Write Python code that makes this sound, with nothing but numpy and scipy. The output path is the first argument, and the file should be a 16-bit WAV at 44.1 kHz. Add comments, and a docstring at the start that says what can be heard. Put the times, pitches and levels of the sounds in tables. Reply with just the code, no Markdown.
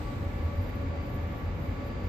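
"""Inside the closed cab of a combine harvester working at steady speed.
The cab booms in swells over filtered-noise rumble; soft knocks ring its low modes as decaying sines.
Shafts, belts and gears hum and whine as sines, two hums and a faint whistle vary in pitch,
and shaped noise makes the rush of threshing and fans, with a hiss above.
A thin, very high sizzle of narrow-band noise flutters on top."""
import sys
import numpy as np
from scipy import signal
from scipy.fft import rfft, irfft, next_fast_len
from scipy.io import wavfile
from scipy.ndimage import map_coordinates

SR = 44100
rng = np.random.default_rng(int(sys.argv[2]) if len(sys.argv) > 2 else 0)


def dump(signal):
    """Clip the signal to [-1, 1] and save it as 16-bit WAV at the path in sys.argv[1]."""
    limited = np.clip(np.atleast_2d(signal).T, -1, 1)
    pcm = np.round(limited * 32767).astype(np.int16)
    wavfile.write(sys.argv[1], SR, pcm)


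N = 91816
TIME_S = np.arange(N) / SR


def amp(db):
    """Decibels to gain."""
    return 10 ** (np.asarray(db) / 20)


def unit(x):
    """Scale to rms 1 over all channels."""
    return x / np.sqrt(np.mean(x ** 2) + 1e-20)


def along(points, hz):
    """Read (Hz, value) points on a log frequency axis."""
    point_hz, value = np.transpose(points)
    return np.interp(np.log(hz + 1), np.log(point_hz + 1), value)


def curve(rows):
    """One value per sample from (seconds, value) rows."""
    return np.interp(TIME_S, *np.transpose(rows))


def wobble(knots_per_s):
    """Smooth random curve through normally distributed knots."""
    knots = rng.standard_normal(1024)
    return map_coordinates(knots, [TIME_S * knots_per_s], mode="mirror")


def filtered(x, response):
    """Multiply the spectrum of x by a response of frequency."""
    size = next_fast_len(N + SR // 2)  # zero padding
    hz = np.fft.rfftfreq(size, 1 / SR)
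    return irfft(rfft(x, size) * response(hz), size)[..., :N]


def sides(difference):
    """Split a left-right difference over the two channels."""
    return np.array([[.5], [-.5]]) * difference


def tone(hz, lead_rad=0):
    """Stereo sine of rms 1 on a pitch curve, left ahead of right by lead_rad."""
    phase = 2 * np.pi * (np.cumsum(hz) / SR + rng.random())
    return np.sqrt(2) * np.sin(phase + sides(lead_rad))


# Stereo width of all noise. Each row: frequency in Hz, side level under the mid in dB.
SIDE_WIDTH = [(40, -30), (90, -12.5), (160, -12.5), (260, -12), (380, -3), (560, -4), (700, -3.5),
              (1000, 1), (1450, 2), (2000, -1), (4000, -0.3), (12000, 1)]
# Stereo balance of all noise. Each row: frequency in Hz, left over right in dB.
NOISE_BALANCE = [(50, 2), (100, 1.5), (200, 0), (400, 0), (700, 0), (850, -1), (1300, 1.5), (2200, -3),
                 (4300, -1.5), (5300, 2), (7000, -2), (14000, 6)]


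def noise(spectrum):
    """Stereo noise of rms 1: mid and side sources, alike in the bass and diffuse in the treble."""
    def side_gain(hz):
        return amp(along(SIDE_WIDTH, hz))

    def colour(hz):
        level_db = along(spectrum, hz) + sides(along(NOISE_BALANCE, hz))
        return amp(level_db) / np.hypot(1, side_gain(hz))  # total power independent of width

    mid, side = rng.standard_normal((2, N))
    side = filtered(side, side_gain)
    return unit(filtered(np.array([mid + side, mid - side]), colour))


# Boom swells. Each row: time in seconds, level in dB before BOOM_TRIM_DB.
BOOM_LEVEL = [(0, -35), (.03, -34.5), (.12, -46.5), (.18, -36), (.22, -30), (.32, -37), (.42, -36),
              (.455, -21.5), (.52, -45.5), (.59, -25), (.68, -40), (.8, -35), (.9, -33), (1.0, -36.5),
              (1.07, -55), (1.15, -34), (1.22, -32.5), (1.37, -42.5), (1.47, -34), (1.56, -34), (1.64, -47),
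              (1.7, -29.5), (1.77, -44.5), (1.83, -31.5), (1.92, -41.5), (2.05, -32)]
# Boom pitch. Each row: time in seconds, pitch in Hz before the random wander.
BOOM_PITCH_HZ = [(0, 81.5), (.22, 91.5), (.33, 89), (.41, 77.5), (.47, 86), (.57, 85.5), (.66, 92.5),
                 (.77, 79), (.89, 89), (1.0, 77.5), (1.14, 87), (1.24, 81), (1.46, 87), (1.55, 83),
                 (1.7, 88), (1.85, 81.5), (2.05, 90.5)]
BOOM_WANDER_HZ, BOOM_WANDER_KNOTS_PER_S, BOOM_TRIM_DB = 3.63, 30.39, -2.5
# Rumble spectrum. Each row: frequency in Hz, relative density in dB per Hz.
RUMBLE_SPECTRUM = [(30, -37.5), (50, -5.5), (62, -.5), (80, -3), (115, -1.5), (150, -10.5), (250, -31.5),
                   (600, -105)]
RUMBLE_DB = -38.5
# Deepest rumble. Each row: time in seconds, level in dB.
DEEP_RUMBLE_LEVEL = [(0, -37), (.2, -58), (.37, -36.5), (.46, -45), (.67, -43), (.75, -47), (1.05, -46.5),
                     (1.15, -38), (1.25, -44), (1.49, -35), (1.57, -50), (1.71, -41.5), (1.78, -48),
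                     (2.05, -45)]
# Deepest rumble spectrum. Each row: frequency in Hz, relative density in dB per Hz.
DEEP_RUMBLE_SPECTRUM = [(15, -25), (26, 3.5), (37, 11), (45, 4), (54, 11), (66, -21), (100, -57),
                        (200, -120)]


def cab():
    """The cab's air resonance booms in uneven swells of wavering pitch over two bands of rumble."""
    boom_hz = curve(BOOM_PITCH_HZ) + BOOM_WANDER_HZ * wobble(BOOM_WANDER_KNOTS_PER_S)
    boom = amp(curve(BOOM_LEVEL) + BOOM_TRIM_DB) * tone(boom_hz)
    rumble = amp(RUMBLE_DB) * noise(RUMBLE_SPECTRUM)
    deep_rumble = amp(curve(DEEP_RUMBLE_LEVEL)) * noise(DEEP_RUMBLE_SPECTRUM)
    return boom + rumble + deep_rumble


# Drone of the heavy shafts. Each row: mean pitch in Hz, level in dB.
SHAFT_DRONE = [(45, -44.5), (82.7, -46), (120.3, -52.5), (164, -54.5), (206, -60), (242, -60), (281, -62.5),
               (298, -63.5), (315, -56.5), (345, -64.5), (361, -65.5), (382, -66.5), (416, -58)]
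# Tones of the drive. Each row: mean pitch in Hz, level in dB before flutter and WHINE_TRIM_DB,
# left over right in dB, left lead in radians.
DRIVE_WHINES = [(483.4, -58.5, -1, -.4), (495, -64.5, 3, .7), (517.6, -63, 5, 1.3), (562.6, -65, 8, .6),
                (570.1, -56, 6, -.2), (705, -71, 12, -1.4), (725, -66, 8, -2.1), (765.3, -68, -5, -.7),
                (836.6, -66.5, 7, -.1), (906, -72, 0, 1), (976, -72, 0, -1.1), (1087.4, -74, -12, 1.4),
                (1140.2, -58.3, 4, -.3), (1152.1, -61, 3, -2.2), (1170.2, -70.5, 3, -3),
                (1444.4, -74, 0, -1.3), (1449.8, -73, 2, -3), (1710.3, -65.5, -4, -1.7),
                (1755.4, -76, 1, .1), (1812.5, -74, 3, -.7), (1994, -75, 0, .6), (2054, -78, -2, -1),
                (2114, -77, 0, 1), (2158.4, -73, 2, -.8), (2280.6, -78, -5, .6), (2295.5, -72.5, -11, 1.2),
                (2340.6, -74, 6, -2.6), (2537, -82, 4, 1.5), (5488, -89, 5, -2.4)]
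SPEED_DRIFT_RATIO, SPEED_DRIFT_KNOTS_PER_S = 0.00062, 4.4
WHINE_FLUTTER_DB, WHINE_FLUTTER_KNOTS_PER_S, WHINE_TRIM_DB = 2.5, 10.99, 1.5


def drive():
    """Shafts drone and gears whine, all scaled by one slightly drifting speed; close pairs beat."""
    speed = 1 + SPEED_DRIFT_RATIO * wobble(SPEED_DRIFT_KNOTS_PER_S)
    drone = sum(amp(db) * tone(hz * speed) for hz, db in SHAFT_DRONE)
    whine = 0
    for hz, db, pan_db, lead_rad in DRIVE_WHINES:
        flutter_db = WHINE_FLUTTER_DB * wobble(WHINE_FLUTTER_KNOTS_PER_S)
        whine += amp(db + sides(pan_db) + flutter_db) * tone(hz * speed, lead_rad)
    return drone + amp(WHINE_TRIM_DB) * whine


# Gliding hum, probably a fan or pump under changing load.
# Each row: time in seconds, pitch in Hz, level in dB.
GLIDING_HUM = [(0, 308, -45), (0.149, 277, -50), (0.299, 245, -50), (.55, 245, -53), (0.721, 265, -50.5),
               (.87, 276, -43.5), (0.938, 295, -65), (1.011, 309, -51.5), (1.17, 280, -50),
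               (1.32, 262, -54), (1.549, 266, -55), (1.68, 272, -48), (1.85, 262, -51), (1.991, 243, -46.5),
               (2.08, 250, -50)]
# Wavering gear hum. Each row: time in seconds, level in dB before HUM_TRIM_DB.
GEAR_HUM_LEVEL = [(0, -61), (.32, -65), (.4, -65), (.57, -46.5), (.7, -55), (.83, -47), (.97, -50),
                  (1.15, -59), (1.4, -68), (1.6, -54), (2.05, -58.5)]
HUM_MEAN_HZ, HUM_WANDER_HZ, HUM_WANDER_KNOTS_PER_S = 565, 6.14, 25
HUM_TRIM_DB, HUM_PAN_DB = -2.8, 5  # pan is left over right


def hums():
    """One low hum glides in pitch; a higher one wavers at random and beats with the gear tones."""
    time_s, glide_hz, glide_db = np.transpose(GLIDING_HUM)
    glide_gain = amp(curve(np.c_[time_s, glide_db]))
    glide = glide_gain * tone(curve(np.c_[time_s, glide_hz]))
    waver_hz = HUM_MEAN_HZ + HUM_WANDER_HZ * wobble(HUM_WANDER_KNOTS_PER_S)
    waver_db = HUM_TRIM_DB + curve(GEAR_HUM_LEVEL) + sides(HUM_PAN_DB)
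    return glide + amp(waver_db) * tone(waver_hz)


# Whistle swells. Each row: time in seconds, level in dB before WHISTLE_TRIM_DB.
WHISTLE_SWELLS = [(0.0, -78), (0.07, -67), (0.17, -82), (.34, -84), (.39, -70.5), (.52, -76), (0.6, -71.5),
                  (0.7, -70), (0.82, -75), (0.92, -71), (1.0, -68.5), (1.1, -71), (1.14, -87), (1.19, -70),
                  (1.25, -79), (1.42, -83), (1.48, -71.5), (1.57, -83.5), (1.64, -73), (2.04, -68.5)]
# Whistle pitch. Each row: time in seconds, pitch in Hz before the random drift.
WHISTLE_PITCH_HZ = [(0, 4718), (.1, 4720), (.2, 4698), (.4, 4713), (.68, 4722), (.85, 4713), (1.08, 4716),
                    (1.19, 4695), (1.3, 4714), (1.5, 4713), (1.72, 4729), (2.08, 4725)]
WHISTLE_DRIFT_RATIO, WHISTLE_DRIFT_KNOTS_PER_S = .0005, 11
WHISTLE_TRIM_DB, WHISTLE_PAN_DB = -.5, -6  # pan is left over right


def whistle():
    """A faint sine, probably the turbocharger, swells and dips with slight shifts of pitch."""
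    drift = 1 + WHISTLE_DRIFT_RATIO * wobble(WHISTLE_DRIFT_KNOTS_PER_S)
    level_db = WHISTLE_TRIM_DB + curve(WHISTLE_SWELLS) + sides(WHISTLE_PAN_DB)
    return amp(level_db) * tone(curve(WHISTLE_PITCH_HZ) * drift)


# Rush spectrum. Each row: frequency in Hz, relative density in dB per Hz.
RUSH_SPECTRUM = [(60, -11), (140, -2.5), (210, 0), (290, -1.5), (360, -7), (440, -8.5), (560, -7),
                 (650, -12), (760, -12.5), (880, -12), (1050, -14.5), (1370, -15.5), (1500, -18),
                 (1640, -20), (1730, -17.5), (1860, -21), (1980, -18), (2150, -18), (2230, -21.5),
                 (2310, -18.5), (2500, -23), (2800, -25), (3800, -37), (6000, -67.5)]
RUSH_MEAN_DB, RUSH_FLUTTER_DB, RUSH_FLUTTER_KNOTS_PER_S = -40, 0.28, 11.68
# Hiss. Each row: time in seconds, level in dB before HISS_TRIM_DB.
HISS_FADE = [(0.0, -69), (0.31, -71.5), (1.59, -73), (1.66, -72), (2.04, -72)]
# Hiss spectrum. 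Each row: frequency in Hz, relative density in dB per Hz.
HISS_SPECTRUM = [(1500, -31), (3000, -2), (3800, 2), (4700, -3.5), (6000, -8), (7400, -8.5), (8400, -19.5),
                 (9500, -28), (10300, -39), (13500, -30)]
HISS_TRIM_DB = 10.5


def threshing():
    """Crop and air rush through the machine, muffled by the cab, with a light hiss above."""
    rush_db = RUSH_MEAN_DB + RUSH_FLUTTER_DB * wobble(RUSH_FLUTTER_KNOTS_PER_S)
    rush = amp(rush_db) * noise(RUSH_SPECTRUM)
    hiss = amp(HISS_TRIM_DB + curve(HISS_FADE)) * noise(HISS_SPECTRUM)
    return rush + hiss


# Sizzle. Each row: time in seconds, level in dB before flutter and SIZZLE_TRIM_DB.
SIZZLE_SWELLS = [(0, -73.5), (.28, -68.5), (.44, -71), (.6, -66.5), (.76, -66), (.92, -77.5), (1.0, -73.5),
                 (1.08, -66), (1.16, -64), (1.24, -71), (1.4, -63), (1.52, -75.5), (1.64, -66.5),
                 (1.8, -74), (1.87, -64.5), (1.96, -77), (2.04, -71.5)]
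# Sizzle spectrum. Each row: frequency in Hz, relative density in dB per Hz.
SIZZLE_SPECTRUM = [(7000, -100), (10000, -59), (11000, -45), (11300, -2), (11550, -11), (11750, 5),
                   (11950, 0.5), (12150, 10), (12400, -11), (12800, -9), (13100, -26), (14500, -47)]
SIZZLE_FLUTTER_DB, SIZZLE_FLUTTER_KNOTS_PER_S = 2.1, 49.0
SIZZLE_TRIM_DB, SIZZLE_PAN_DB = 0.5, -9  # pan is left over right
# Thin top hiss. Each row: time in seconds, level in dB.
TOP_HISS_LEVEL = [(0, -64), (.25, -69.5), (.45, -73), (.7, -83.5), (2.05, -87.5)]
# Thin top hiss spectrum. Each row: frequency in Hz, relative density in dB per Hz.
TOP_HISS_SPECTRUM = [(6000, -24), (8000, 8.5), (9200, -0.5), (10200, -10), (11500, -2), (13500, 2),
                     (15200, 0)]


def sizzle():
    """A narrow band of very high noise flutters over a thin hiss that fades early."""
    flutter_db = SIZZLE_FLUTTER_DB * wobble(SIZZLE_FLUTTER_KNOTS_PER_S)
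    band_db = SIZZLE_TRIM_DB + curve(SIZZLE_SWELLS) + sides(SIZZLE_PAN_DB) + flutter_db
    top_hiss = amp(curve(TOP_HISS_LEVEL)) * noise(TOP_HISS_SPECTRUM)
    return amp(band_db) * noise(SIZZLE_SPECTRUM) + top_hiss


# Jolts that shake the cab. Each row: start in seconds, level in dB.
CAB_JOLTS = [(0.215, -30.5), (0.436, -39), (0.583, -29.5), (.795, -28), (1.143, -24.5)]
# Modes they ring. Each row: frequency in Hz, mean relative level in dB, 60 dB decay time in seconds.
LOW_CAB_MODES = [(50.4, 0, 0.091), (82.3, 5, 0.12), (107, -15, 0.066), (165, -11, 0.25), (230, -12, 0.19),
                 (310, -13, 0.047)]
JOLT_ATTACK_S, MODE_SPREAD_DB = 0.003, 0.99


def jolts():
    """Soft knocks from the running gear ring the cab's low modes as exponentially decaying sines."""
    knocks = np.zeros(N)
    for start_s, jolt_db in CAB_JOLTS:
        t = np.maximum(TIME_S - start_s, 0)
        ring = 0
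        for hz, mode_db, t60_s in LOW_CAB_MODES:
            decay_db = mode_db + rng.normal(0, MODE_SPREAD_DB) - 60 * t / t60_s
            ring += amp(decay_db) * np.sin(2 * np.pi * hz * t)
        attack = 1 - np.exp(-t / JOLT_ATTACK_S)
        knocks += amp(jolt_db) * ring * attack
    return knocks


def scene():
    """Everything heard from the driver's seat."""
    return cab() + drive() + hums() + whistle() + threshing() + sizzle() + jolts()


LOW_CUT_HZ, TOP_HZ = 35, 15450


def record(dry):
    """The microphone loses the deepest bass, and nothing passes above the band limit."""
    low_cut = signal.butter(3, LOW_CUT_HZ, "high", fs=SR, output="sos")
    return filtered(signal.sosfilt(low_cut, dry), lambda hz: hz < TOP_HZ)


dry = scene()
out = record(dry)
dump(out)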